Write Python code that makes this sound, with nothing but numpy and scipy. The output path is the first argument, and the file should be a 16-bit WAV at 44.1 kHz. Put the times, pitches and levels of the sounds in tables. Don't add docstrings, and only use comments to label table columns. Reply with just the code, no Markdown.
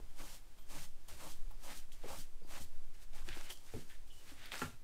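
import sys
import numpy as np
from scipy import signal
from scipy.fft import rfft, irfft
from scipy.io import wavfile
from scipy.ndimage import uniform_filter1d

SR = 44100
rng = np.random.default_rng(int(sys.argv[2]) if len(sys.argv) > 2 else 0)


def generate_wav(signal):
    frames = np.transpose(np.atleast_2d(signal))
    scaled = np.clip(frames, -1, 1) * 32767
    pcm = np.round(scaled).astype(np.int16)
    wavfile.write(sys.argv[1], SR, pcm)


def undo_db(level):
    steps = np.asarray(level, float) / 20
    return 10 ** steps


N = 213003

# (touch [s], time to full weight [s], time on to the lift [s], hiss [dB], weight [dB])
PULLS = [
    (0.152, 0.058, 0.14, -58, 0.5),
    (0.673, 0.09, 0.074, -57, 0),
    (1.169, 0.087, 0.066, -57.5, 1),
    (1.602, 0.12, 0.058, -57, 0),
    (2.049, 0.087, 0.071, -56.5, 1),
    (2.467, 0.1, 0.056, -58, 0.5),
]
# (at touch [dB], at full weight [dB], at lift [dB])
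WEIGHT = [
    (-5, 1, -7),
    (-4.5, 2.5, -13.5),
    (-5, -1, -8),
]
# (touch [s], rise [s], hold [s], hiss [dB], scrape over hiss [dB])
DABS = [(.085, .015, .005, -74, -6), (0.57, .008, .047, -74, -14), (1.917, 0.0022, .008, -60.5, -13),
        (1.96, 0.069, 0.068, -68, 2.5), (2.4, 0.041, 0.0144, -78.5, -8), (2.93, 0.0164, 0.0074, -70, -1.5),
        (2.966, 0.058, .007, -66, 0), (3.128, 0.023, 0.061, -62.5, 1), (3.225, .03, 0.027, -63.5, 0),
        (3.27, 0.01, 0.0506, -63, 9), (3.32, 0.038, 0.055, -59.5, 5), (3.38, .055, 0.0286, -60, -0.5),
        (3.455, 0.013, 0.0176, -66, 3), (3.49, 0.013, 0.0057, -49, -10.5), (3.63, .035, 0.074, -65, -1.5),
        (4.06, 0.0177, .005, -68, -14), (4.103, 0.023, 0.13, -66, -12), (4.36, 0.072, 0.039, -65, 9.5),
        (4.47, 0.016, 0.018, -68, 5), (4.515, 0.0037, 0.054, -56, 7)]
# (touch [s], rise [s], hold [s], hiss [dB], scrape over hiss [dB])
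DRAGS = [
    (1.078, .007, 0.027, -57.5, -5),
    (1.56, 0.028, .01, -80, 4.5),
    (1.925, .01, 0.0083, -68, -1.5),
    (3.53, 0.022, 0.084, -72, -21),
    (3.715, 0.025, 0.088, -63, -2.5),
    (3.87, 0.033, .01, -63.5, -2.5),
    (4.18, 0.12, 0.023, -62.5, 2.5),
    (4.55, 0.04, 0.03, -52, -2),
]
# (frequency [Hz], level [dB per Hz])
BRISTLE_TONE = [(1880, -38.5), (3200, 7), (3840, -1), (4450, 0), (8910, 0.5), (10800, -3.5), (14900, -5),
                (16000, -19)]
# (frequency [Hz], width [Hz], level [dB])
SCRAPE_PEAKS = [(1543, 460, -1.5), (2287, 860, 0.5), (2610, 500, 2), (3338, 738, -1)]
# (frequency [Hz], width [Hz], level [dB])
HEAD_PEAKS = [(539, 93, 3.5), (710, 173, -2), (843, 83, 6.5), (1044, 420, -1.5), (1337, 280, -6)]
# (frequency [Hz], width [Hz], level [dB])
BOARD_PEAKS = [(70, 12, -23), (147.2, 48, 1.5), (268, 65, 0), (330, 146, -4.5)]
# (time [s], peak [dB], ring [Hz], treble over peak [dB])
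TICKS = [(1.9196, -46, 3200, -17), (2.037, -53, 3200, -16), (3.281, -49.5, 2200, -14),
         (3.288, -35, 2410, -15), (3.295, -44, 2420, -18), (3.36, -53, 3000, -10),
         (3.373, -41.5, 1480, -14), (3.411, -39, 1720, -10), (3.5734, -45.5, 5240, -8.5),
         (3.664, -54, 5400, -5), (3.738, -48, 2300, -11.5), (4.458, -41.5, 4540, 2),
         (4.514, -46, 4550, -12.5), (4.519, -32, 2507, -12.5), (4.529, -33.5, 2460, -12.5),
         (4.537, -34, 2280, -2), (4.541, -32, 1700, -5), (4.555, -34, 1600, -13), (4.567, -59, 3500, -6),
         (4.58, -39, 4530, -9.5), (4.594, -37, 1700, -10), (4.618, -45, 2600, -20)]
# (time [s], peak [dB], ring [Hz], treble over peak [dB])
SLAPS = [
    (0.583, -51, 1030, -19),
    (1.084, -44.5, 897, -12),
    (1.508, -52.5, 874, -12),
    (2.939, -58, 6100, -14),
    (3.018, -61, 1760, -25),
    (3.131, -49, 740, -29),
    (3.219, -47.5, 1430, -28.5),
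    (3.522, -45, 5930, -7),
    (4.619, -42, 1320, -38),
    (4.628, -42, 704, -38),
]
# (time [s], level [dB], panel [Hz], time to fade 60 dB [s], rattle [s])
THUDS = [(0.001, -49, 420, 0.01, .006), (1.508, -55, 900, 0.013, 0.034), (2.037, -46, 712, 0.023, .006),
         (2.043, -43.5, 497, 0.045, 0.0088), (2.057, -43, 411.5, 0.0695, 0.0123),
         (2.419, -55.5, 450, 0.047, .01), (2.448, -53.5, 338, 0.025, 0.034),
         (2.612, -53, 202, 0.09, 0.0105), (3.281, -49, 330, 0.085, 0.0115), (3.37, -45, 313, 0.052, 0.016),
         (3.498, -58, 363, 0.096, 0.037), (3.738, -40.5, 467, 0.043, 0.0055),
         (3.744, -43, 407, 0.15, 0.0154), (3.765, -47, 330, 0.074, .03),
         (3.752, -47.5, 237.5, 0.185, 0.025), (4.316, -55, 284, 0.097, 0.022),
         (4.535, -48.5, 372.6, 0.042, 0.028), (4.622, -45.5, 265, 0.14, .03),
         (4.641, -50, 760, 0.019, 0.0174)]
# (frequency [Hz], level [dB], time to fade 60 dB [s])
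CABINET_MODES = [(249, -0.5, 0.06), (407, -6, 0.05), (564, -1.5, 0.04), (783, -3, 0.032), (1020, -4, 0.025),
                 (1285, 2.5, .028), (1600, 2, .022), (1990, -7, .03), (2570, -4, 0.023), (3100, -11, .015)]
# (time [s], level [dB])
KNOCK = [
    (4.617, -36.5),
    (4.621, -35.5),
    (4.627, -40.5),
    (4.641, -45),
    (4.659, -49),
]
# (time [s], length [s], level [dB], joint [Hz], width [Hz])
CREAKS = [
    (3.432, .065, -66, 2960, 110),
    (3.499, 0.019, -52.5, 3100, 303),
    (3.519, 0.075, -77, 3090, 120),
    (3.893, .035, -68, 3370, 400),
    (3.897, 0.034, -62.5, 1760, 700),
    (4.097, .035, -67, 2950, 149),
    (4.1, .022, -69, 3300, 250),
    (4.126, .1, -72, 2930, 90),
]
# (time [s], length [s], level [dB], joint [Hz], width [Hz])
SQUEAKS = [
    (0.572, 0.082, -78, 3130, 300),
    (.585, .065, -76, 13900, 350),
    (.585, .05, -81, 12600, 300),
    (2.431, 0.036, -76, 4770, 151),
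]
# (time [s], level [dB], floor tone [Hz], swell [s])
BOOMS = [(0.198, -64, 150, 0.059), (0.251, -63.5, 277, 0.042), (0.742, -58.5, 152.6, 0.16),
         (0.748, -57.5, 299, 0.044), (1.098, -53.5, 67.5, 0.16), (1.111, -62.5, 601, 0.048),
         (1.209, -63, 156, 0.058), (1.261, -57, 165, 0.046), (1.679, -58.5, 276, 0.09),
         (1.78, -62.5, 67, 0.095), (2.04, -60, 140, 0.043), (2.092, -55, 70, 0.087),
         (2.17, -59, 148.4, 0.082), (2.42, -62.5, 163, 0.045), (2.599, -52.5, 70, 0.095),
         (3.278, -58.5, 100.2, 0.11), (3.739, -43, 90.6, 0.052), (3.744, -51.5, 150.6, 0.097),
         (4.32, -61.5, 89, 0.091), (4.625, -49, 152.3, 0.077), (4.631, -47.5, 90.5, 0.088),
         (4.72, -58.5, 122, 0.063)]
# (time [s], level [dB])
SWAY = [(0.0, -37.5), (0.2, -38), (0.43, -49), (0.69, -39), (0.91, -36.5), (1.2, -45), (1.41, -31),
        (1.6, -39), (2.69, -36.5), (2.8, -30.5), (3.05, -42.5), (3.17, -32), (3.31, -33), (3.63, -45.5),
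        (3.99, -38.5), (4.21, -46), (4.83, -48)]
# (frequency [Hz], level [dB per Hz])
QUIET_TONE = [(34, -33.5), (58, -2.5), (70, -5), (171, -18), (363, -18), (470, -22), (638, -22),
              (1200, -25.5), (8890, -32), (14900, -37), (16000, -41)]

TOUCH_DB, BITE_S, BITE_DB = -15.5, 0.039, -0.5
FLICK_DB, FLICK_S, LIFT_DB_PER_S = 2, 0.042, 288
DAB_RISE_DB, DAB_SAG_DB_PER_S = -13, 30.5
DAB_LIFT_DB_PER_S, DRAG_LIFT_DB_PER_S = 432, 154
DAB_HEAD_DB, DAB_BOARDS_DB, HEAD_PER_SCRAPE = -5, -8.5, .7
SETTLE_DB, SETTLE_DB_PER_S = -10.5, 125
LARGEST_SLIP_DB = 11
SQUEAK_RATE_HZ, CREAK_RATE_HZ = 540, 250
ROCK_HZ, ROCK_WIDTH_HZ = 7.2, 2.66
STEPPING_DB, STANDING_DB, FEET_STOP_S = -57.5, -62.5, 3
QUIET_DB = -66.5
ROOM_T60_S, ROOM_DB, ROOM_TOP_HZ = 0.23, -12, 4160
TOP_HZ = 15700


def broom():
    catch_db = 0.59 * walk(29.9)
    tips = slips(.5, 1.87)
    hiss = unit(colour(tips, BRISTLE_TONE)) * undo_db(0.73 * walk(90))
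    scrape = unit(body(tips + slips(.1, 4.3), SCRAPE_PEAKS)) * undo_db(-1.03 + 2.7 * walk(40))
    head = unit(body(tips + slips(0.026, 4.2), HEAD_PEAKS)) * undo_db(-1.93 + 2.7 * walk(25.44))
    boards = unit(body(slips(0.018, 2.4), BOARD_PEAKS)) * undo_db(-3.5 + 1.06 * walk(12))
    return undo_db(catch_db) * np.sum(strokes() * [hiss, scrape, head, boards], axis=0)


def slips(share, spread_db):
    when, size, sign = rng.random(N), rng.exponential(size=N), rng.standard_normal(N)
    return (when < share) * undo_db(np.minimum(spread_db * size, LARGEST_SLIP_DB)) * sign


def strokes():
    t = np.arange(N) / SR
    power = np.zeros((4, N))
    for touch, lean, ease, db, weight_db in PULLS:
        heavy = touch + lean
        lift = heavy + ease
        times = [touch - .03, touch, touch + BITE_S, heavy, lift - FLICK_S, lift]
        dbs = db + np.array([2 * TOUCH_DB, TOUCH_DB, BITE_DB, 0, 0, FLICK_DB])
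        hiss = contact(times, dbs, LIFT_DB_PER_S)
        lower_db = [weight_db + np.interp(t, [touch, heavy, lift], row) for row in WEIGHT]
        power += (hiss * undo_db(np.array([0 * t, *lower_db]))) ** 2
    for table, lift_db_per_s in (DABS, DAB_LIFT_DB_PER_S), (DRAGS, DRAG_LIFT_DB_PER_S):
        for touch, rise, hold, db, scrape_db in table:
            dbs = db + np.array([DAB_RISE_DB, 0, -DAB_SAG_DB_PER_S * hold])
            hiss = contact(touch + np.cumsum([0, rise, hold]), dbs, lift_db_per_s)
            shake_db = HEAD_PER_SCRAPE * scrape_db
            layers_db = np.array([0, scrape_db, shake_db + DAB_HEAD_DB, shake_db + DAB_BOARDS_DB])
            power += np.outer(undo_db(layers_db), hiss) ** 2
    return np.sqrt(power)


def contact(times, dbs, lift_db_per_s):
    t = np.arange(N) / SR
    after = np.maximum(t - times[-1], 0)
    held = undo_db(np.interp(t, times, dbs, left=-200))
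    lifting = undo_db(-lift_db_per_s * after)
    settling = undo_db(SETTLE_DB - SETTLE_DB_PER_S * after)
    return held * np.maximum(lifting, settling)


def snaps(table, t60, gain_db, treble_db):
    out = np.zeros(N)
    for s, db, hz, top_db in table:
        t, env = fade(t60, length=.12)
        burst = rng.standard_normal(len(t)) * env * (1 - np.exp(-t / (0.02 * t60)))
        ring = 1.12 * steep(burst, hz, hz / 3) + 0.35 * steep(burst, 3170, 3700)
        top = signal.lfilter(*signal.butter(2, 6000, "high", fs=SR), burst)
        snap = ring / np.abs(ring).max() + undo_db(top_db + treble_db) * top / np.abs(top).max()
        add(out, s, undo_db(db + gain_db) * snap)
    return out


def thuds():
    out = np.zeros(N)
    for s, db, hz, t60, rattle in THUDS:
        t, env = fade(3 * rattle)
        first_blow = 2.3 * np.exp(-t / 0.00047)
        push = rng.standard_normal(len(t)) * env + first_blow
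        panel = steep(push, hz, 4.3 / t60)
        panel = panel + 0.17 * steep(push, 1.35 * hz, 8 / t60) + 0.28 * steep(push, 0.73 * hz, 6 / t60)
        add(out, s, undo_db(db + 1) * panel / np.abs(panel).max())
    return out


def knock():
    out = np.zeros(N)
    for k, (s, db) in enumerate(KNOCK):
        for hz, mode_db, t60 in CABINET_MODES:
            t, env = fade(t60)
            turn, detune = rng.random(2)
            ring = np.sin(2 * np.pi * (hz * (.93 + 0.17 * detune) * t + turn))
            onset = 1 - np.exp(-t / 0.00049)
            add(out, s, undo_db(db + mode_db - 2.7 * k * hz / 1000) * env * onset * ring)
    return out


def creaks(table, rate):
    out = np.zeros(N)
    for s, length, db, hz, width in table:
        n = int(length * SR)
        phase = np.cumsum(rate / SR * (1 + 0.027 * walk(300)[:n]))
        pulses = np.diff(np.floor(phase), prepend=0) * undo_db(1.4 * rng.standard_normal(n))
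        shape = signal.windows.tukey(n, .25) * undo_db(-6 * np.arange(n) / n)
        ring = unit(resonate(resonate(pulses, hz, width), hz, 2 * width))
        add(out, s, undo_db(db + 2.5) * shape * ring)
    return out


def booms():
    out = np.zeros(N)
    for s, db, hz, swell in BOOMS:
        t = np.arange(int(.4 * SR)) / SR
        u = 4.5 * t / swell
        wobble = 0.94 * np.cumsum(rng.standard_normal(len(t))) / np.sqrt(len(t))
        add(out, s, undo_db(db + 10) * u * np.exp(-u) * np.sin(2 * np.pi * (hz * t + wobble)))
    return out


def sway():
    t = np.arange(N) / SR
    rock_db = np.interp(t, *np.transpose(SWAY))
    rumble_db = np.interp(t, [FEET_STOP_S, FEET_STOP_S + 0.26], [STEPPING_DB, STANDING_DB]) + 1.1 * walk(4)
    rock = resonate(resonate(rng.standard_normal(N), ROCK_HZ, ROCK_WIDTH_HZ), ROCK_HZ, 5.5)
    swing = uniform_filter1d(np.abs(signal.hilbert(rock)), size=6000)
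    rock = rock / (swing + 0.12 * np.std(rock))
    rumble_tone = [(12, -26), (17, 0.5), (30, 9.5), (36, -20), (50, -26.5), (80, -52.0)]  # (Hz, dB)
    rumble = colour(rng.standard_normal(N), rumble_tone)
    return undo_db(rock_db) * unit(rock) + undo_db(rumble_db) * unit(rumble)


def quiet():
    return undo_db(QUIET_DB + 1.2 * walk(4.2)) * unit(colour(rng.standard_normal(N), QUIET_TONE))


def room(x):
    t, env = fade(ROOM_T60_S)
    tail = rng.standard_normal(len(t)) * env * (t > .003)
    tail = signal.lfilter(*signal.butter(1, ROOM_TOP_HZ, fs=SR), tail)
    return x + undo_db(ROOM_DB) * signal.fftconvolve(x, tail / np.linalg.norm(tail))[:N]


def unit(x):
    return x / np.sqrt(np.mean(x ** 2))


def colour(x, points):
    hz, db = np.transpose(points)
    f = np.maximum(np.fft.rfftfreq(len(x), 1 / SR), 1)
    return irfft(rfft(x) * undo_db(np.interp(np.log(f), np.log(hz), db)), len(x))


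def resonate(x, hz, width):
    return signal.lfilter(*signal.iirpeak(min(hz, SR / 2.2), hz / width, fs=SR), x)


def steep(x, hz, width):
    return resonate(resonate(x, hz, width), hz, 3 * width)


def body(x, peaks):
    return sum((-1) ** k * undo_db(db) * steep(x, hz, w) for k, (hz, w, db) in enumerate(peaks))


def walk(rate):
    k = int(SR / rate)
    held = np.repeat(rng.standard_normal(N // k + 1), k)
    return 1.3 * uniform_filter1d(uniform_filter1d(held, k), k)[:N]


def fade(t60, length=.4):
    t = np.arange(int(length * SR)) / SR
    return t, undo_db(-60 * t / t60)


def add(out, s, x):
    i = int(s * SR)
    out[i:i + len(x)] += x[:len(out) - i]


def scene():
    ticks = snaps(TICKS, 0.0074, gain_db=-0.5, treble_db=-1.0)
    slaps = snaps(SLAPS, 0.061, gain_db=-5.0, treble_db=16.0)
    joints = creaks(SQUEAKS, SQUEAK_RATE_HZ) + creaks(CREAKS, CREAK_RATE_HZ)
    near = room(ticks + slaps + thuds() + knock() + joints)
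    return (broom() + near + booms() + sway() + quiet())[None]


def roll_off(x):
    return signal.sosfilt(signal.butter(12, 16370, fs=SR, output="sos"), x)


def record(dry):
    wall = signal.ellip(10, .2, 70, TOP_HZ, fs=SR, output="sos")
    mix = signal.sosfilt(wall, dry)
    return roll_off(mix)


dry = scene()
out = record(dry)
generate_wav(out)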